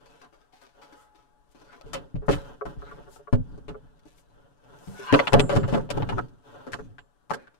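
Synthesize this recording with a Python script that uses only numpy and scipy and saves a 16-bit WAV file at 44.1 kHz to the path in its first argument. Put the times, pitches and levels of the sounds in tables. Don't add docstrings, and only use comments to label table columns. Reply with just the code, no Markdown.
import sys
import numpy as np
from scipy import signal
from scipy.fft import rfft, irfft, next_fast_len
from scipy.io import wavfile
from scipy.ndimage import uniform_filter1d

SR = 44100
rng = np.random.default_rng(int(sys.argv[2]) if len(sys.argv) > 2 else 0)


def materialize(psi):
    bounded = np.clip(np.atleast_2d(psi).T, -1, 1)
    quanta = np.round(bounded * 32767).astype(np.int16)
    wavfile.write(sys.argv[1], SR, quanta)


N = 334717
TIME_S = np.arange(N) / SR
RING_S = np.arange(SR // 2) / SR

# frequency in Hz, relative density in dB.
BACKGROUND_SPECTRUM = [(20, 4.5), (50, 6.5), (100, -5.5), (300, -7), (900, -7.5), (1650, -13.5),
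                       (2100, -29), (3200, -24), (5000, -30), (10000, -30), (16000, -43.5)]
RUSTLE_SPECTRUM = [(900, -15.5), (2100, 0.5), (3200, 2.5), (5000, -2), (8000, -0.5), (12000, -4.5),
                   (15500, -24.5)]
RUB_SPECTRUM = [(120, -39), (280, -10), (480, 0.5), (800, 2.5), (1100, -1.5), (1650, -4), (2100, -15.5),
                (3000, -7.5), (5000, -17.5), (14000, -25.5)]
JUDDER_SPECTRUM = [(20, -3), (45, 4), (70, 0), (125, -4), (190, -8), (280, -5), (400, -15.5), (800, -54.5)]
# centre in seconds, half length in seconds, level in dB.
SWISHES = [(0.627, 0.019, -66), (1.008, 0.057, -65.5), (1.52, 0.012, -66), (2.27, 0.0089, -62),
           (3.143, 0.042, -55.5), (4.189, .03, -63), (4.948, 0.15, -57.5)]
# start in seconds, sole level in dB, crunch level in dB, t60 in seconds.
STEPS = [(0.058, -58, -64, 0.053), (0.135, -59, -67, 0.087), (0.213, -47.5, -57.5, 0.16),
         (0.244, -59, -68, 0.058), (0.325, -53.5, -63.5, 0.33), (0.404, -59, -68, 0.3),
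         (0.524, -56, -54.5, 1), (0.612, -50, -60.5, 0.33), (0.665, -60, -64, 0.012),
         (0.815, -49, -54, 0.24), (0.922, -49.5, -60, 0.15), (1.146, -54.5, -61, 0.49),
         (1.547, -53.5, -58.5, 1), (1.612, -53, -64, 0.09), (1.719, -46, -58.5, 0.36),
         (1.811, -49, -56.5, 0.0081), (3.16, -49.5, -64, 0.017), (3.991, -84, -69, 0.033),
         (4.178, -78, -64, 0.1), (4.787, -72, -63.5, 0.017), (6.283, -77, -69, 0.027),
         (6.806, -82, -67, 0.027), (7.539, -62, -69, .25)]
# start in seconds, level in dB, t60 factor.
LANTERN_HITS = [(.55, -66, .7), (.815, -55.5, 1), (.925, -63, 1)]
BOLT_HITS = [(5.272, -50, 0.77), (5.395, -37, 1), (5.565, -58, 1), (6.984, -64.5, 0.58)]
# frequency in Hz, relative level in dB, base t60 in seconds.
LANTERN_MODES = [(846, 0, 2.0), (1131, -9, .8), (1322, -6, .7)]
BOLT_MODES = [(7300, -5, .5), (7345, -14, .25), (7520, -15, .15), (8400, -10, .2), (8465, -2, .2),
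              (8590, -7, .15), (8700, -8, .5)]
# start in seconds, low ring in dB, high ring in dB.
CLUNKS = [(2.611, -30.5, -34), (2.82, -43.5, -46), (2.913, -49, -41.5), (2.979, -48.5, -57),
          (3.073, -48, -54.5), (3.191, -48.5, -64), (3.273, -44.5, -42.5), (3.745, -40, -48)]
# frequency in Hz, relative level in dB.
FITTING_MODES = [(420, 12), (549, 6), (624, -1), (689, 2), (764, -3.5), (910, -13), (1050, -20), (1195, 21),
                 (1319, 17), (1427, 0)]
PANEL_MODES = [(43, 8.5), (97, 2.5), (172, -8), (205, 14), (248, 11.5), (280, -15.5), (393, 9.5), (474, 2),
               (533, 12.5), (624, -16), (694, 1.5), (775, -1), (877, -1.5), (937, 7), (1061, 7),
               (1206, -7.5), (1287, -8), (1384, 13), (1529, 8.5), (1653, -29.5), (1809, 7.5), (2019, -0.5),
               (2245, -13), (2455, -2.5), (2649, 3.5), (2853, 1.5), (3068, 4), (3386, 2)]
# start, peak and end in seconds, level in dB,
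# start pitch, end pitch and bandwidth in Hz.
SQUEAKS = [(0.204, 0.24, 0.3, -55, 1193, 1120, 80), (0.897, 0.997, 1.2, -60, 1277, 1345, 70),
           (1.629, 1.756, 1.75, -48, 1360, 1460, 130), (2.787, 2.877, 3.02, -49.5, 1290, 1506, 90),
           (4.9, 5.008, 5.3, -45.5, 1460, 1476, 30), (5.0, 5.08, 5.35, -44.5, 2936, 2555, 40),
           (5.018, 5.132, 5.18, -31.5, 1503, 1670, 60), (4.978, 5.14, 5.35, -27.5, 1067, 896, 25),
           (7.35, 7.378, 7.6, -56, 1620, 1560, 110)]
# start, end and build-up in seconds, then rub, judder and hiss in dB.
DRAGS = [(-.02, 0.248, 0.0086, -59.5, -64.5, -66.5), (0.728, 0.997, 0.033, -56.5, -69, -70),
         (1.467, 1.552, 0.043, -76, -76, -66.5), (1.553, 1.836, 0.0084, -61.5, -77, -72),
         (1.831, 2.017, .014, -53, -45, -76), (2.301, 2.335, 0.0072, -38, -49.5, -40),
         (2.347, 2.5, 0.013, -47.5, -48.5, -64), (2.652, 2.688, .008, -44.5, -38.5, -61),
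         (2.77, 2.987, 0.018, -53.5, -50, -66), (2.973, 3.168, 0.012, -57, -55, -72),
         (3.442, 3.605, 0.007, -62.5, -42.5, -89), (3.71, 3.866, 0.016, -64, -50.5, -91),
         (4.04, 4.122, 0.016, -88, -68, -62), (4.307, 4.45, 0.0082, -63, -63.5, -88),
         (4.568, 4.927, 0.19, -50.5, -51, -66), (4.883, 5.125, 0.13, -48, -60, -49),
         (5.128, 5.16, 0.0089, -32, -41, -44), (5.197, 5.294, .014, -43.5, -53.5, -52.5),
         (5.338, 5.406, 0.013, -38.5, -25, -61), (5.536, 5.572, 0.012, -38, -42, -52),
         (5.638, 5.826, 0.023, -56, -31.5, -58.5), (5.918, 6.005, 0.0083, -40.5, -28.5, -63),
         (6.039, 6.215, .014, -50.5, -32, -68), (6.421, 6.69, 0.026, -49.5, -54, -70.5),
         (6.756, 6.858, 0.0091, -70.5, -41.5, -67), (7.337, 7.416, 0.0053, -65, -61, -68.5)]
# time constants of rub, judder and hiss in seconds.
DRAG_RELEASE_S = (0.059, 0.068, 0.031)
# start, end and build-up in seconds; rub, judder and hiss in dB.
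CARRY_SPAN_S = (1.55, 6.9, .014)
CARRY_DB = (-69.5, -63, -79)
# pitch in Hz,
# level in dB, t60 in seconds.
KNOCKS = [(0.532, -65, -80, -81, .5, 1.1, .3, 755, -56, 0.13),
          (1.548, -57, -73, -76, 0.76, 1.1, 0.29, 320, -54, 0.024),
          (1.862, -67.5, -44, -64, 0.83, 8.2, 0.2, 443, -44.5, 0.13),
          (1.933, -39.5, -39, -38.5, 0.92, 1.27, .57, 1290, -38, 0.06),
          (1.946, -36.5, -58, -37.5, 0.1, 2.1, 0.5, 542, -36.5, 0.22),
          (2.143, -58, -24.5, -75, 0.1, .8, 0.6, 89, -34.5, 0.15),
          (2.157, -40.5, -23.5, -56.5, 0.05, 0.89, 0.5, 48.3, -25.5, 0.15),
          (2.221, -46, -37.5, -87, .7, 5.3, 0.16, 422, -40, 0.24),
          (2.282, -16, -19, -47, 0.4, 0.62, .5, 232, -19, 0.078),
          (2.289, -36.5, -32, -40.5, 0.7, 1.2, .1, 767, -26, 0.054),
          (2.297, -26.5, -23, -43, .6, 0.61, .3, 447, -26, .05),
          (2.311, -47, -35, -37.5, 0.6, 0.86, 0.5, 293, -27, 0.17),
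          (2.328, -33.5, -22, -35.5, 0.4, 1.3, 0.5, 553, -39.5, 0.55),
          (2.654, -37, -36.5, -56, 0.72, 0.94, .23, 640, -41, 0.091),
          (2.766, -58, -36.5, -85, .6, 0.68, .49, 54, -34.5, 0.32),
          (3.327, -24, -11.5, -44, 0.52, 0.85, .28, 244.4, -20.5, 0.13),
          (3.348, -53, -68, -53.5, 0.52, 0.49, 0.24, 246.2, -28, 0.2),
          (3.384, -73, -22.5, -87, .4, 1.7, 0.2, 247, -45, 0.14),
          (3.577, -53, -59.5, -74, 1, .8, 0.5, 380, -48, 0.045),
          (3.682, -38.5, -33.5, -48, 0.4, 1.5, .22, 426, -39, 0.17),
          (4.054, -54.5, -70.5, -74, 1, 1.2, 0.22, 306, -53.5, 0.087),
          (4.873, -46.5, -34.5, -60, 0.8, 1.2, 0.2, 193.3, -34.5, 0.47),
          (4.991, -45, -68, -63, 0.8, 1.6, 0.36, 396.5, -40, .18),
          (5.126, -13.5, -18, -29.5, 0.4, 0.19, .29, 288.7, -14.5, 0.16),
          (5.139, -12.5, -34.5, -21, 0.01, 0.57, .29, 620, -33.5, 0.056),
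          (5.191, -29, -38, -28, 0.16, 0.6, .11, 2065, -26.5, 0.015),
          (5.198, -32.5, -36.5, -36.5, 0, 1, .3, 547, -23, 0.067),
          (5.271, -36.5, -75, -27.5, 0.13, 0.7, 0.2, 2800, -32.5, 0.0099),
          (5.323, -24.5, -21.5, -43, 0.7, 2, 0.5, 850, -35.5, 0.032),
          (5.332, -28.5, -12, -23.5, 0.54, 0.21, .5, 434, -21.5, 0.07),
          (5.338, -14, -11.5, -27.5, 0.3, 0.52, 0.2, 548, -17.5, 0.054),
          (5.344, -27.5, -28.5, -44, 0.5, .5, 0.6, 600, -20.5, 0.089),
          (5.352, -32, -10, -46, .5, 1.58, 0.4, 700, -21, 0.13),
          (5.366, -22.5, -18, -53.5, 0.74, 2.1, .21, 257, -27, 0.21),
          (5.389, -42, -43.5, -42, 0.4, 0.25, 0.1, 763, -29.5, 0.099),
          (5.395, -21.5, -26, -21, 0.28, .5, 0.7, 409, -25, 0.089),
          (5.432, -35, -18, -69, 0.6, 0.74, 0.5, 251, -27.5, 0.076),
          (5.494, -22.5, -25.5, -33, 0.42, 3.8, 0.2, 572, -28, 0.11),
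          (5.527, -37.5, -21, -46.5, 0.8, 2.4, .16, 558, -21.5, 0.12),
          (5.553, -24, -28.5, -47, 0.93, 1.1, .16, 220, -24.5, 0.091),
          (5.563, -17.5, -13, -35, 0.55, 0.76, 0.1, 207, -18.5, 0.2),
          (5.599, -51, -24, -58, 0.4, 0.93, 0, 534, -34.5, 0.12),
          (5.632, -40, -16.5, -45.5, 0.15, 1.4, .29, 1320, -45, 0.081),
          (5.68, -33.5, -28, -46.5, 0.73, 5.6, 0.2, 547, -32.5, 0.22),
          (5.725, -24.5, -22, -45, 0.55, 1.4, 0.6, 208, -19, 0.16),
          (5.738, -33.5, -36, -37.5, 0.1, .8, .3, 678, -28, 0.11),
          (5.745, -20, -25.5, -38.5, 0.39, 0.96, .16, 206.4, -19, 0.19),
          (5.773, -32.5, -38.5, -53, 0.73, 0.72, 0.4, 521, -30.5, 0.096),
          (5.797, -47, -30.5, -71, 0.47, 0.44, 0, 900, -38.5, 0.052),
          (5.891, -46.5, -42.5, -52, 0, 0.73, 0, 660, -41.5, .04),
          (5.903, -33, -30, -33.5, 0.68, 0.7, 0, 578, -33, 0.051),
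          (5.973, -39.5, -27.5, -49, 0.6, 0.41, 0.4, 353, -28.5, 0.06),
          (5.976, -46.5, -35, -64, 0.5, 0.42, 0.5, 824, -31, 0.017),
          (6.001, -44.5, -33, -66, 0.2, 0.31, 0.3, 500, -33, 0.047),
          (6.022, -46.5, -43.5, -41.5, 0, 0.28, 0.5, 847, -31, 0.024),
          (6.027, -36.5, -23, -67, .2, 0.98, 0.3, 294, -30.5, 0.074),
          (6.09, -32.5, -32, -37.5, 0.27, 1.3, 0.4, 804, -34, 0.037),
          (6.123, -40.5, -25, -60, 0.8, 0.64, 0.1, 925, -30.5, 0.059),
          (6.173, -35.5, -44, -58, 0.43, 0.77, 0.3, 370, -33.5, 0.086),
          (6.182, -36.5, -39.5, -49, 0.56, 0.68, 0.2, 1300, -28.5, 0.05),
          (6.191, -39, -42.5, -68, 0.25, 0.29, 0.4, 1430, -36, 0.013),
          (6.667, -36, -52, -65, 0.97, 1.5, .49, 270.6, -46, 0.18),
          (6.72, -58, -37.5, -48.5, 0.87, 1.8, 0.3, 1665, -55, .03),
          (6.733, -41, -40, -42, 0.66, 0.93, 0.5, 1660, -34.5, 0.0067),
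          (6.788, -40, -37.5, -68, 0.95, 0.83, 0.08, 433, -45, 0.16),
          (6.983, -59, -51.5, -53.5, 0.15, 1.2, 0, 1547, -47, 0.018),
          (7.297, -44.5, -56.5, -50, 0.65, 1.8, 0.26, 905, -47, 0.022),
          (7.306, -34.5, -58.5, -50, 0.95, 1.27, .44, 844, -24.5, 0.017),
          (7.307, -34, -45.5, -58, 0.75, 0.8, 0.5, 1180, -28, 0.009),
          (7.32, -37, -46, -60, .5, 1.7, 0.28, 576, -43, 0.15),
          (7.336, -44, -59, -46.5, 0.93, 0.92, 0.12, 1600, -36, 0.027),
          (7.472, -66.5, -78, -66, .4, 0.54, .3, 1525, -54, .03)]
# low and high edge in Hz,
# base t60 in seconds, dense modes in dB, first snap in dB.
REGISTERS = [(24.8, 172, 0.15, -1.5, -7), (144, 560, 0.17, 1.5, -10), (670, 1513, 0.088, 11, -3),
             (1809.6, 4320, 0.058, 0.5, -5), (3840, 12000, 0.069, -2.5, -9)]
# offset in dB, slope in dB per octave of the board's note.
REGISTER_SHARES = [(-1, 0), (0.5, 0.5), (-3, 5.5), (-2, 0.5), (-21.5, -0.5)]
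# frequency in Hz, gain in dB.
FREE_PANEL_EQ = [(20, -3), (33, -7), (60, -7), (100, 0.5), (130, 2.5), (165, -2), (230, -1), (290, -2.5),
                 (400, 2), (600, -0.5), (1000, 0)]


def undb(db):
    return 10 ** (np.asarray(db) / 20)


def unit(x):
    return x / np.sqrt(np.sum(x ** 2) + 1e-18)


def burst(x, db):
    return unit(x) * undb(db) * np.sqrt(SR / 50)


def fade(t60_s):
    return np.exp(-np.log(1000) * RING_S / max(t60_s, 1e-3))


def rise(tau_s):
    return 1 - np.exp(-RING_S / tau_s)


def band(x, lo_hz, hi_hz, order=3):
    edges_hz = [lo_hz, min(hi_hz, SR / 2 - 1)]
    return signal.sosfilt(signal.butter(order, edges_hz, "band", fs=SR, output="sos"), x)


def equalize(x, points):
    hz, db = np.transpose(points)
    size = next_fast_len(N)
    bins_hz = np.maximum(np.arange(size // 2 + 1) * SR / size, 1)
    gain = undb(np.interp(np.log(bins_hz), np.log(hz), db))
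    return irfft(rfft(x, size) * gain, size)[:N]


def colour(x, points):
    return unit(equalize(x, points)) * np.sqrt(N)


def grains(size, spread_db):
    return rng.standard_normal(size) * undb(spread_db * np.minimum(rng.exponential(size=size), 6))


def drift(rate_hz):
    hold = int(SR / rate_hz)
    stairs = np.repeat(rng.standard_normal(N // hold + 1), hold)
    return 1.3 * uniform_filter1d(uniform_filter1d(stairs, hold), hold)[:N]


def resonate(x, lo_hz, hi_hz, t60_s, count):
    hz = lo_hz * (hi_hz / lo_hz) ** ((np.arange(count) + rng.random(count)) / count)
    t = RING_S[:len(RING_S) // 10]
    response = np.cos(2 * np.pi * hz[:, None] * t).sum(axis=0) * fade(t60_s)[:len(t)]
    return signal.fftconvolve(x, response)[:len(x)]


def add(track, start_s, sound):
    i = max(int(start_s * SR), 0)
    track[i:i + len(sound)] += sound[:N - i]


def background_noise(level_db=-64):
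    return colour(rng.standard_normal(N), BACKGROUND_SPECTRUM) * undb(level_db + 0.58 * drift(9.6))


def cabin_tail(x, t60_s=1, level_db=-39):
    tail = band(rng.standard_normal(len(RING_S)), 40, 3200, order=1) * fade(t60_s) * rise(0.0048)
    return signal.fftconvolve(x, undb(level_db) * unit(tail))[:N]


def treble_smear(x, t60_s=0.0097, gain_db=-11):
    smear = unit(rng.standard_normal(len(RING_S)) * fade(t60_s))
    return undb(gain_db) * band(signal.fftconvolve(x, smear)[:N], 2500, 16000, order=1)


def swishes():
    swell = sum(undb(db) * np.exp(-((TIME_S - mid_s) / half_s) ** 2) for mid_s, half_s, db in SWISHES)
    slips = grains(N, spread_db=1)
    return swell * colour(slips, [(2000, -11.5), (4500, -7), (7500, -4), (12000, -9), (15500, -20)])


def steps(plain_db=-4):
    out = np.zeros(N)
    for start_s, sole_db, crunch_db, t60_s in STEPS:
        weight = fade(t60_s) * rise(0.0013)
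        pat = grains(len(RING_S), spread_db=4.5) * weight
        grit = grains(len(RING_S), spread_db=5) * weight
        sole = band(resonate(pat, 264, 1662, t60_s=.045, count=7), 200, 1800, order=2)
        crust = resonate(grit, 2210, 5900, t60_s=.02, count=8)
        crunch = unit(crust) + undb(plain_db) * unit(band(grit, 1700, 3300, order=1))
        add(out, start_s, burst(sole, sole_db) + burst(crunch, crunch_db))
    return out


def metal(hits, modes, firm_db=-48):
    out = np.zeros(N)
    for start_s, hit_db, t60_factor in hits:
        upper_db = .7 * min(hit_db - firm_db, 0)
        for k, (hz, mode_db, t60_s) in enumerate(modes):
            t = TIME_S[:int(SR * t60_s)]
            level_db = hit_db + mode_db + upper_db * (k > 0) - 60 * t / (t60_s * t60_factor)
            add(out, start_s, undb(level_db) * np.sin(2 * np.pi * hz * t))
    return out * undb(1.8 * drift(30))


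def clunks(split_hz=800, low_t60_s=0.082, high_t60_s=0.047, rattle_db=-6, click_db=-22):
    hz, db = np.transpose(FITTING_MODES)
    touch, high_decay = rise(0.00087), fade(high_t60_s)
    out = np.zeros(N)
    for start_s, low_db, high_db in CLUNKS:
        detuned_hz = hz * (1 + 0.045 * rng.standard_normal(len(hz)))
        waves = undb(db)[:, None] * np.sin(2 * np.pi * detuned_hz[:, None] * RING_S)
        low = waves[hz < split_hz].sum(axis=0) * fade(low_t60_s) * rise(0.015)
        high = unit(waves[hz >= split_hz].sum(axis=0) * high_decay)
        rattle = rng.standard_normal(len(RING_S)) * high_decay
        high += undb(rattle_db) * unit(band(rattle, 1020, 1490))
        click = band(rattle * high_decay, 1550, 2230)
        bright = burst(high * touch, high_db) + burst(click * touch, high_db + click_db)
        add(out, start_s, burst(low, low_db) + bright)
    return out


def squeaks():
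    out = np.zeros(N)
    for start_s, peak_s, end_s, db, start_hz, end_hz, width_hz in SQUEAKS:
        t = np.arange(start_s, end_s, 1 / SR)
        phase = 2 * np.pi * np.cumsum(np.linspace(start_hz, end_hz, len(t))) / SR
        pole = np.exp(-np.pi * width_hz / SR)
        tone = np.zeros(len(t))
        for ratio, partial_db in ((1, 0), (1.17, -11), (1.5, -11), (2.6, -20)):
            slips = rng.standard_normal(len(t)) + 1j * rng.standard_normal(len(t))
            narrow = signal.lfilter([1], [1, -pole ** ratio], slips)
            tone += undb(partial_db) * unit(np.real(narrow * np.exp(1j * ratio * phase)))
        pressure = np.interp(t, [start_s, peak_s, end_s], [0, 1, 0]) ** 2
        add(out, start_s, unit(band(tone, 600, 5400)) * np.sqrt(len(t)) * pressure * undb(db))
    return out


def scrape(plain_db=-5, crackle_db=-3, cracks_per_s=260):
    slips = grains(N, spread_db=5) * undb(3 * drift(56))
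    rings = sum(band(slips, hz * .97, hz * 1.03, order=1) * undb(6 * drift(16))
                for hz in np.geomspace(1500, 6000, 11))
    crackle = rng.standard_normal(N) * (rng.random(N) < cracks_per_s / SR)
    return unit(rings) + undb(plain_db) * unit(slips) + undb(crackle_db) * unit(crackle)


def friction_envelopes(chatter_s=0.018, chatter_rub_db=-27, chatter_judder_db=-33.5):
    power = np.zeros((3, N))
    for start_s, end_s, build_s, *levels_db in DRAGS + [CARRY_SPAN_S + CARRY_DB]:
        build = 1 - np.exp(-np.maximum(TIME_S - start_s, 0) / build_s)
        release = np.exp(-np.maximum(TIME_S - end_s, 0) / np.array(DRAG_RELEASE_S)[:, None])
        power += (undb(levels_db)[:, None] * build * release) ** 2
    chatter = np.exp(-RING_S / chatter_s)
    for start_s, wood_db, thud_db, *_ in KNOCKS:
        add(power[0], start_s, (undb(wood_db + chatter_rub_db) * chatter) ** 2)
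        add(power[1], start_s, (undb(thud_db + chatter_judder_db) * chatter) ** 2)
    return np.sqrt(power)


def sliding(panel_t60_s=0.02, plain_db=-6, catch_db=2):
    rub_gain, judder_gain, hiss_gain = friction_envelopes()
    panel = sum(undb(db) * np.sin(2 * np.pi * hz * RING_S) for hz, db in PANEL_MODES) * fade(panel_t60_s)
    slips = grains(N, spread_db=3) * undb(catch_db * drift(45))
    shaken = unit(signal.fftconvolve(slips, panel)[:N]) + undb(plain_db) * unit(rng.standard_normal(N))
    judder = colour(shaken, JUDDER_SPECTRUM) * judder_gain
    rub = colour(shaken, RUB_SPECTRUM) * rub_gain
    rustle = colour(scrape(), RUSTLE_SPECTRUM) * hiss_gain
    return judder, rub, rustle


def free_panel(x, from_s=4.4, blend_s=0.1):
    blend = np.clip((TIME_S - from_s) / blend_s, 0, 1)
    return x + (equalize(x, FREE_PANEL_EQ) - x) * blend


def knocks(contact_s=0.00053, hard_tick_db=24, mid_note_hz=506, node_floor=0.032):
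    hz, db = np.transpose(PANEL_MODES)
    share_db, db_per_octave = np.transpose(REGISTER_SHARES)
    waves = np.sin(2 * np.pi * hz[:, None] * RING_S)
    impulse, press = 1. * (RING_S == 0), rise(contact_s)
    out = np.zeros(N)
    for start_s, wood_db, thud_db, crack_db, hardness, t60_factor, place, *board_note in KNOCKS:
        note_hz, note_db, note_t60_s = board_note
        tick_db = crack_db + hard_tick_db * hardness
        levels_db = np.array([thud_db, wood_db, wood_db, crack_db, tick_db]) + share_db
        levels_db += db_per_octave * np.log2(note_hz / mid_note_hz)
        mode_shape = np.sin(np.pi * np.arange(1, len(hz) + 1) * place)
        gains = undb(db) * np.sqrt(mode_shape ** 2 + node_floor)
        for level_db, (lo_hz, hi_hz, t60_s, dense_db, snap_db) in zip(levels_db, REGISTERS):
            decay = fade(t60_s * t60_factor) * press
            modes = (gains * (hz >= lo_hz) * (hz < hi_hz)) @ waves * decay
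            ring = unit(band(modes, lo_hz / 2, hi_hz * 2, order=2))
            dense = unit(band(grains(len(RING_S), spread_db=3.5) * decay, lo_hz, hi_hz))
            snap = unit(band(impulse, lo_hz, hi_hz))
            wood = ring + undb(dense_db) * dense + undb(snap_db) * snap
            radiated = band(wood, 3.4, 1500, order=1)
            add(out, start_s, -burst(radiated, level_db))
        note = np.cos(2 * np.pi * note_hz * RING_S) * fade(note_t60_s) * press
        add(out, start_s, burst(note, note_db))
    return out


def scene(soft_right_db=-4, swish_right_db=-7):
    struck = knocks() + clunks() + metal(BOLT_HITS, BOLT_MODES)
    judder, rub, rustle = sliding()
    sides = [free_panel(struck + judder + cabin_tail(struck) + treble_smear(struck)) for _ in range(2)]
    wood = np.array(sides) + rub + squeaks()
    soft = steps() + metal(LANTERN_HITS, LANTERN_MODES) + rustle + background_noise()
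    swish = swishes()
    return wood + np.array([soft + swish, undb(soft_right_db) * soft + undb(swish_right_db) * swish])


def record(dry, right_lag_s=306.7 / SR, right_db=-.6, ceiling=.95, top_hz=15600):
    right = undb(right_db) * np.interp(TIME_S - right_lag_s, TIME_S, dry[1], left=0)
    rounded = ceiling * np.tanh(np.array([dry[0], right]) / ceiling)
    return signal.sosfilt(signal.ellip(8, .2, 70, top_hz, fs=SR, output="sos"), rounded)


dry = scene()
out = record(dry)
materialize(out)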